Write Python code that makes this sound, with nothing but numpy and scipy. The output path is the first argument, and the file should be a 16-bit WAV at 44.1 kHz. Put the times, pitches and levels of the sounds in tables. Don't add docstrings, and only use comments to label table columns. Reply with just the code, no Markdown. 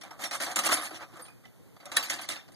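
import sys
import numpy as np
from scipy import signal
from scipy.fft import rfft, irfft, next_fast_len
from scipy.io import wavfile
from scipy.ndimage import uniform_filter1d

SR = 44100
rng = np.random.default_rng(int(sys.argv[2]) if len(sys.argv) > 2 else 0)


def invert_db(x):
    u = np.asarray(x, float) / 20
    return 10 ** u


def unload_audio(sound):
    columns = np.transpose(np.atleast_2d(sound))
    steps = np.round(np.clip(columns, -1, 1) * 32767)
    wavfile.write(sys.argv[1], SR, steps.astype(np.int16))


N = 112454

# [t/s, level/dB, low share/dB, treble share/dB, length/s]
PULL_KNOCKS = [(0.008, -31, -9.5, -11, 0.019), (0.031, -36, -3.5, -5.5, 0.0092),
               (0.103, -47, 18.5, -10, 0.018), (0.124, -57.5, 19.5, -20, 0.12),
               (0.1868, -48, 18, -30, 0.029), (0.205, -41.5, 8, -12, 0.11), (0.2339, -27, -2.5, -5, 0.046),
               (0.307, -23.5, -6.5, -11, 0.013), (0.398, -20, -4.5, -25, 0.01),
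               (0.459, -25.5, 1, -19, 0.02), (0.511, -28, -30, -8, 0.014), (0.5556, -15.5, -5.5, -2, 0.035),
               (0.586, -16, -11.5, -4.5, 0.014), (0.633, -21, 0, -11, 0.014), (0.644, -24, 1.5, -3, 0.023),
               (0.655, -19.5, -5.5, -5.5, 0.037), (0.685, -23, 9, -16, 0.042), (0.717, -35, -1, -27, 0.029),
               (0.726, -18.5, -15, -6, 0.02), (0.735, -18.5, -5, -1, 0.03), (0.7634, -27, 3, -24, 0.051),
               (0.818, -46, 11, -23, 0.0089), (0.904, -36.5, 5, -24, 0.019), (1.018, -45, 1.5, -36, 0.076)]
# [t/s, level/dB, low share/dB, treble share/dB, length/s]
DROP_KNOCKS = [(1.133, -50, 11, -12, 0.0084), (1.151, -51, 2, -11, 0.018), (1.164, -45, 10, -6, 0.02),
               (1.19, -50.5, 17, -3, 0.035), (1.249, -36, -23, -17, 0.022), (1.433, -54, 7, -30, 0.021),
               (1.277, -69, 26, -5, 0.017), (1.4497, -41.5, -10.5, -46, 0.026),
               (1.713, -74, 13, -20, 0.0061), (1.79, -59, 7, -30, 0.02), (1.76, -44, 4.5, -31, 0.007),
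               (1.798, -41, -4, -44, 0.015), (1.852, -29.5, -23, -4, 0.0065),
               (1.9131, -27.5, -3, -8.5, 0.048), (1.9685, -19, -13.5, -3, 0.025),
               (2.023, -25, -33, -10, 0.012), (2.094, -16, -13, -9.5, 0.041), (2.13, -39, -32, 5, 0.018),
               (2.185, -24, -2.5, -46, 0.013), (2.2843, -22, -14, -6, 0.036), (2.309, -45, -23, -18, 0.021),
               (2.3546, -32.5, -5, -22, 0.07), (2.477, -46, 6, -18, 0.016), (2.211, -42.5, -5, -2, 0.015),
               (2.516, -48, -8, -4.5, 0.035), (2.5424, -65, -18, -8, 0.028)]
# [centre t/s, level/dB, low share/dB, treble share/dB, half length/s]
SCRAPES = [(0.063, -46.5, 10.5, -26, 0.041), (0.233, -32, -3, -2.5, 0.038), (0.349, -24, -1, -6.5, 0.03),
           (0.43, -20.5, -1.5, -7, 0.031), (0.508, -34.5, 8.5, -6, 0.048), (0.592, -29.5, 3, -24, 0.025),
           (0.724, -13, -2, -6.5, 0.013), (0.668, -18.5, -4, -7.5, 0.012), (0.64, -34, -9.5, -4, 0.018),
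           (0.822, -37, 2, -30, 0.036), (0.858, -28.5, -7, -7, 0.032), (0.911, -48, 10, -20, 0.081),
           (0.96, -33, -9, -10.5, 0.028), (1.018, -43, 13.5, -43, 0.031), (1.153, -58.5, 15, -6, 0.086),
           (1.288, -75.5, 26.5, -12, 0.073), (1.826, -55, 13, -30, 0.013), (1.898, -54, 7, -30, 0.0073),
           (0.627, -40.5, 11, -8, 0.024), (1.874, -53, 15.5, -39, 0.045), (1.97, -6, -14, -5, 0.0047),
           (1.992, -28, 0.5, -30, 0.053), (2.064, -32, -7, -5.5, 0.045), (2.149, -36, 0.5, -15, 0.073),
           (2.235, -32, -5.5, -12.5, 0.026), (2.317, -29.5, -4.5, -14, 0.048)]
# [t/s, f/Hz, level/dB, t60/s]
LINK_CHINKS = [(.11, 5530, -46, .08), (.25, 5530, -32, .15), (.25, 3620, -38, .15), (.33, 5530, -34, .12),
               (.73, 10890, -35, .6), (.76, 11230, -42, .45), (.74, 10176, -40, .3), (.768, 3779, -36, .2),
               (.815, 7500, -40, .08), (.835, 12430, -45, .2), (.835, 9281, -38, .12), (.81, 9803, -38, .3),
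               (1.219, 9270, -39, .2), (1.205, 12450, -48, .15), (1.225, 8080, -48, .2),
               (1.2, 4829, -54, .6), (1.28, 2450, -48, .25), (1.86, 6600, -50, .2), (1.985, 5530, -32, .12),
               (2.034, 12300, -38, .1), (2.115, 4470, -33, .06), (2.13, 7800, -38, .08),
               (2.21, 9290, -40, .12), (2.215, 12400, -45, .12), (2.3, 3700, -35, .08),
               (2.36, 3600, -46, .3), (2.543, 4800, -46, .1), (.915, 322, -39, .25), (1.855, 580, -42, .2),
               (1.87, 720, -45, .12), (1.725, 450, -50, .08), (1.972, 3300, -20, .04),
               (1.192, 500, -40, .08), (2.197, 690, -36, .06), (.112, 900, -40, .05),
               (.236, 2100, -30, .04), (2.035, 3000, -32, .04), (1.445, 2000, -50, .15),
               (1.138, 330, -40, .06), (.575, 226, -38, .3), (.582, 1235, -23, .1)]
# [f/Hz, width/Hz, level/dB]
FRAME_MODES = [(314.4, 59, -4), (562.5, 30, -8.5), (713, 164, 2.5), (1202, 224, 2), (1527, 60, -9),
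               (2054, 24, -11.5), (2480, 720, -17), (3750, 34, -52), (5820, 18, -18.5)]
# [f/Hz, level/dB]
CONTACT_COLOUR = [(70, -6.5), (300, -45), (700, -10), (2200, -4), (4000, -6.5), (10200, -5.5), (11000, -13),
                  (14000, -14)]
# [f/Hz, level/dB]
AIR_COLOUR = [(30, -35), (110, 3.5), (300, -4), (1000, -16.5), (2000, -21), (5000, -27.5), (8000, -28.5),
              (14000, -25.5)]

RISE_S = 0.0014
LOW_HZ, HIGH_HZ = 1480, 6000
EDGE_HZ = 13950


def evened(x):
    return x / np.sqrt(np.mean(x ** 2) + 1e-20)


def colour(x, gain):
    size = next_fast_len(N + 4096)
    return irfft(rfft(x, size) * gain(np.fft.rfftfreq(size, 1 / SR)), size)[..., :N]


def shape(points):
    f, db = np.transpose(points)
    return lambda hz: invert_db(np.interp(np.log(hz + 1), np.log(f), db))


def smooth_twice(x, size, axis=-1):
    return uniform_filter1d(uniform_filter1d(x, size=size, axis=axis), size=size, axis=axis)


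def mode(x, hz, width):
    r = np.exp(-np.pi * width / SR)
    return signal.lfilter([np.sqrt(2 * (1 - r * r))], [1, -r * np.exp(2j * np.pi * hz / SR)], x).real


def contact_strengths():
    crack, crack_s = 0.8, 0.004
    fade_db, fade_bend = -14, 1.1
    linger_db, linger_t60 = -23, 0.22
    t, rows = np.arange(N) / SR, []
    for start, db, _, _, length in PULL_KNOCKS + DROP_KNOCKS:
        u = np.maximum(t - start - 2 * RISE_S, 0)
        fade = crack * np.exp(-u / crack_s)
        fade += invert_db(fade_db * (u / length) ** fade_bend)
        fade += invert_db(linger_db - 60 * u / linger_t60)
        rows.append(invert_db(db - 10) * np.minimum(u / RISE_S, 1) * fade)
    for centre, db, _, _, half in SCRAPES:
        rows.append(invert_db(db - 9 + fade_db * ((t - centre) / half) ** 2))
    return np.array(rows)


def contact_noise():
    ticks_per_s, tick_spread_db, grit = 1800, 3, 1.6
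    likeness = 0.37
    tick_size = invert_db(tick_spread_db * np.minimum(rng.exponential(1, N), 4))
    ticks = tick_size * (rng.random(N) < ticks_per_s / SR)
    a, b = rng.standard_normal((2, N))
    noise = np.array([a, likeness * a + np.sqrt(1 - likeness ** 2) * b])
    return evened((grit + evened(uniform_filter1d(ticks, size=20))) * noise)


def iron():
    low_rise = 260
    modes_db, mode_luck_db = -10.5, 3
    rows = contact_strengths()
    table = np.array(PULL_KNOCKS + DROP_KNOCKS + SCRAPES)
    low_db, high_db = table[:, 2], table[:, 3]
    slow = uniform_filter1d(rows, low_rise, origin=low_rise // 2 - 1)
    strong, bright = rows.sum(0), invert_db(high_db) @ rows
    drive = contact_noise()

    def low(hz):
        return 1 / (1 + (hz / LOW_HZ) ** 4)

    def high(hz):
        return 1 - 1 / (1 + (hz / HIGH_HZ) ** 6)

    bare = colour(drive * (invert_db(low_db) @ slow), lambda hz: 2 * low(hz))
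    bare += colour(drive * bright, lambda hz: 2 * high(hz))
    bare += colour(drive * strong, lambda hz: 1 - low(hz) - high(hz))
    out = colour(2 * bare, shape(CONTACT_COLOUR))

    luck_db = mode_luck_db * rng.standard_normal((len(rows), len(FRAME_MODES)))
    for k, (hz, width, db) in enumerate(FRAME_MODES):
        share_db = low_db if hz < LOW_HZ else 0
        push = invert_db(modes_db + db + share_db + luck_db[:, k]) @ slow
        out += mode(drive * push, hz, width)
    return out + small_parts(strong, 2 * bright)


def small_parts(strong, bright):
    parts, lowest_hz, highest_hz = 48, 1700, 13300
    taps_per_s, width_hz, level_db = 40, 50, 5
    out = np.zeros((2, N))
    for hz, luck in zip(np.geomspace(lowest_hz, highest_hz, parts), rng.random((parts, 3))):
        taps = (rng.random(N) < taps_per_s / SR) * rng.standard_normal(N)
        taps = taps * np.sqrt(SR / taps_per_s / parts) * (bright if hz > HIGH_HZ else strong)
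        turn = np.exp(2j * np.pi * luck[2] * np.array([[0], [1]]))
        out += mode(taps * turn, hz * (1 + 0.032 * luck[0]), width_hz * (0.5 + luck[1]))
    return invert_db(level_db) * colour(out, shape(CONTACT_COLOUR))


def chinks():
    twin = 0.5
    t, out = np.arange(N) / SR, np.zeros((2, N))
    for (start, hz, db, t60), luck in zip(LINK_CHINKS, rng.random((len(LINK_CHINKS), 3))):
        u = np.maximum(t - start, 0)
        tone = np.sin(2 * np.pi * (hz * u + luck[:2, None]))
        tone += twin * np.sin(2 * np.pi * (hz + 15 + 40 * luck[2]) * u)
        out += np.minimum(u / RISE_S, 1) * invert_db(db - 60 * u / t60) * tone
    return out


def air():
    level_db, gust_db = -52.5, 2.5
    noise = colour(rng.standard_normal((2, N)), shape(AIR_COLOUR))
    gusts = evened(smooth_twice(rng.standard_normal(N), 1500))
    wind = colour(noise, lambda hz: 1 / (1 + (hz / 500) ** 4))
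    return invert_db(level_db) * evened(noise - wind + wind * invert_db(gust_db * gusts))


def spread(x, lift):
    comb_s, steep, lift_hz = 0.00038, 1.35, 770

    def share(hz):
        turn = np.pi * hz * comb_s + lift * np.exp(-(hz / lift_hz) ** 2)
        centre_leak = 0.5 * np.minimum(hz / 7000, 1) ** 1.5
        width_leak = 0.33 * hz / EDGE_HZ
        centre = abs(np.sin(turn)) ** steep + centre_leak
        width = (abs(np.cos(turn)) ** steep + width_leak) * np.sign(np.cos(turn))
        return np.array([centre, width]) / np.hypot(centre, width)

    mid, side = colour(x, share)
    return np.array([mid + side, mid - side]) / np.sqrt(2)


def thin_out(x):
    skip_db = np.array([9.5, 12.5])[:, None, None]
    skip_db_per_octave, skip_luck_db = -2.2, 3
    starve_hz, starve_db = 9800, 13
    hz, _, z = signal.stft([x[0] + x[1], x[0] - x[1]], SR, nperseg=1024)
    hz = hz[:, None]
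    power = uniform_filter1d(uniform_filter1d(abs(z) ** 2, size=7, axis=1), size=5, axis=2)
    gap_db = 10 * np.log10(abs(power[::-1] / power))
    luck = uniform_filter1d(rng.standard_normal(z.shape), size=30, axis=1)
    luck = evened(uniform_filter1d(luck, size=6, axis=2))
    loud_db = 10 * np.log10((abs(z) ** 2).sum((0, 1)))
    attack_db = np.maximum(loud_db - np.roll(loud_db, shift=2), 0)
    limit_db = attack_db + skip_db + skip_db_per_octave * np.log2((hz + 100) / 2600)
    limit_db = limit_db + skip_luck_db * luck
    keep = (gap_db < limit_db)[:, 2::4, ::2].repeat(4, axis=1).repeat(2, axis=2)
    keep = np.pad(keep, ((0, 0), (0, 1), (0, 0)))[..., :z.shape[2]]
    coming_db = np.roll(loud_db, shift=-2) - loud_db
    z = z * ~((hz > starve_hz) & (coming_db > starve_db))
    mid, side = signal.istft(z * keep, SR, nperseg=1024)[1][:, :N]
    return np.array([mid + side, mid - side]) / 2


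def scene():
    plow = colour(iron() + chinks(), lambda hz: 1 - 1 / (1 + (hz / 140) ** 3))
    return spread(plow, 0.76) + spread(air(), 0.19)


def top_cut(x):
    return signal.sosfilt(signal.butter(12, 14920, fs=SR, output="sos"), x)


def record(dry):
    lean_hz, lean_width_hz, lean_db = 1990, 460, 2.5
    ports = np.array([[-1], [1]])

    def lean(hz):
        return invert_db(lean_db * np.exp(-((hz - lean_hz) / lean_width_hz) ** 2) * ports)

    edged = colour(dry, lambda hz: 1 / np.sqrt(1 + (hz / EDGE_HZ) ** 300))
    mix = thin_out(colour(edged, lean))
    return top_cut(mix)


dry = scene()
out = record(dry)
unload_audio(out)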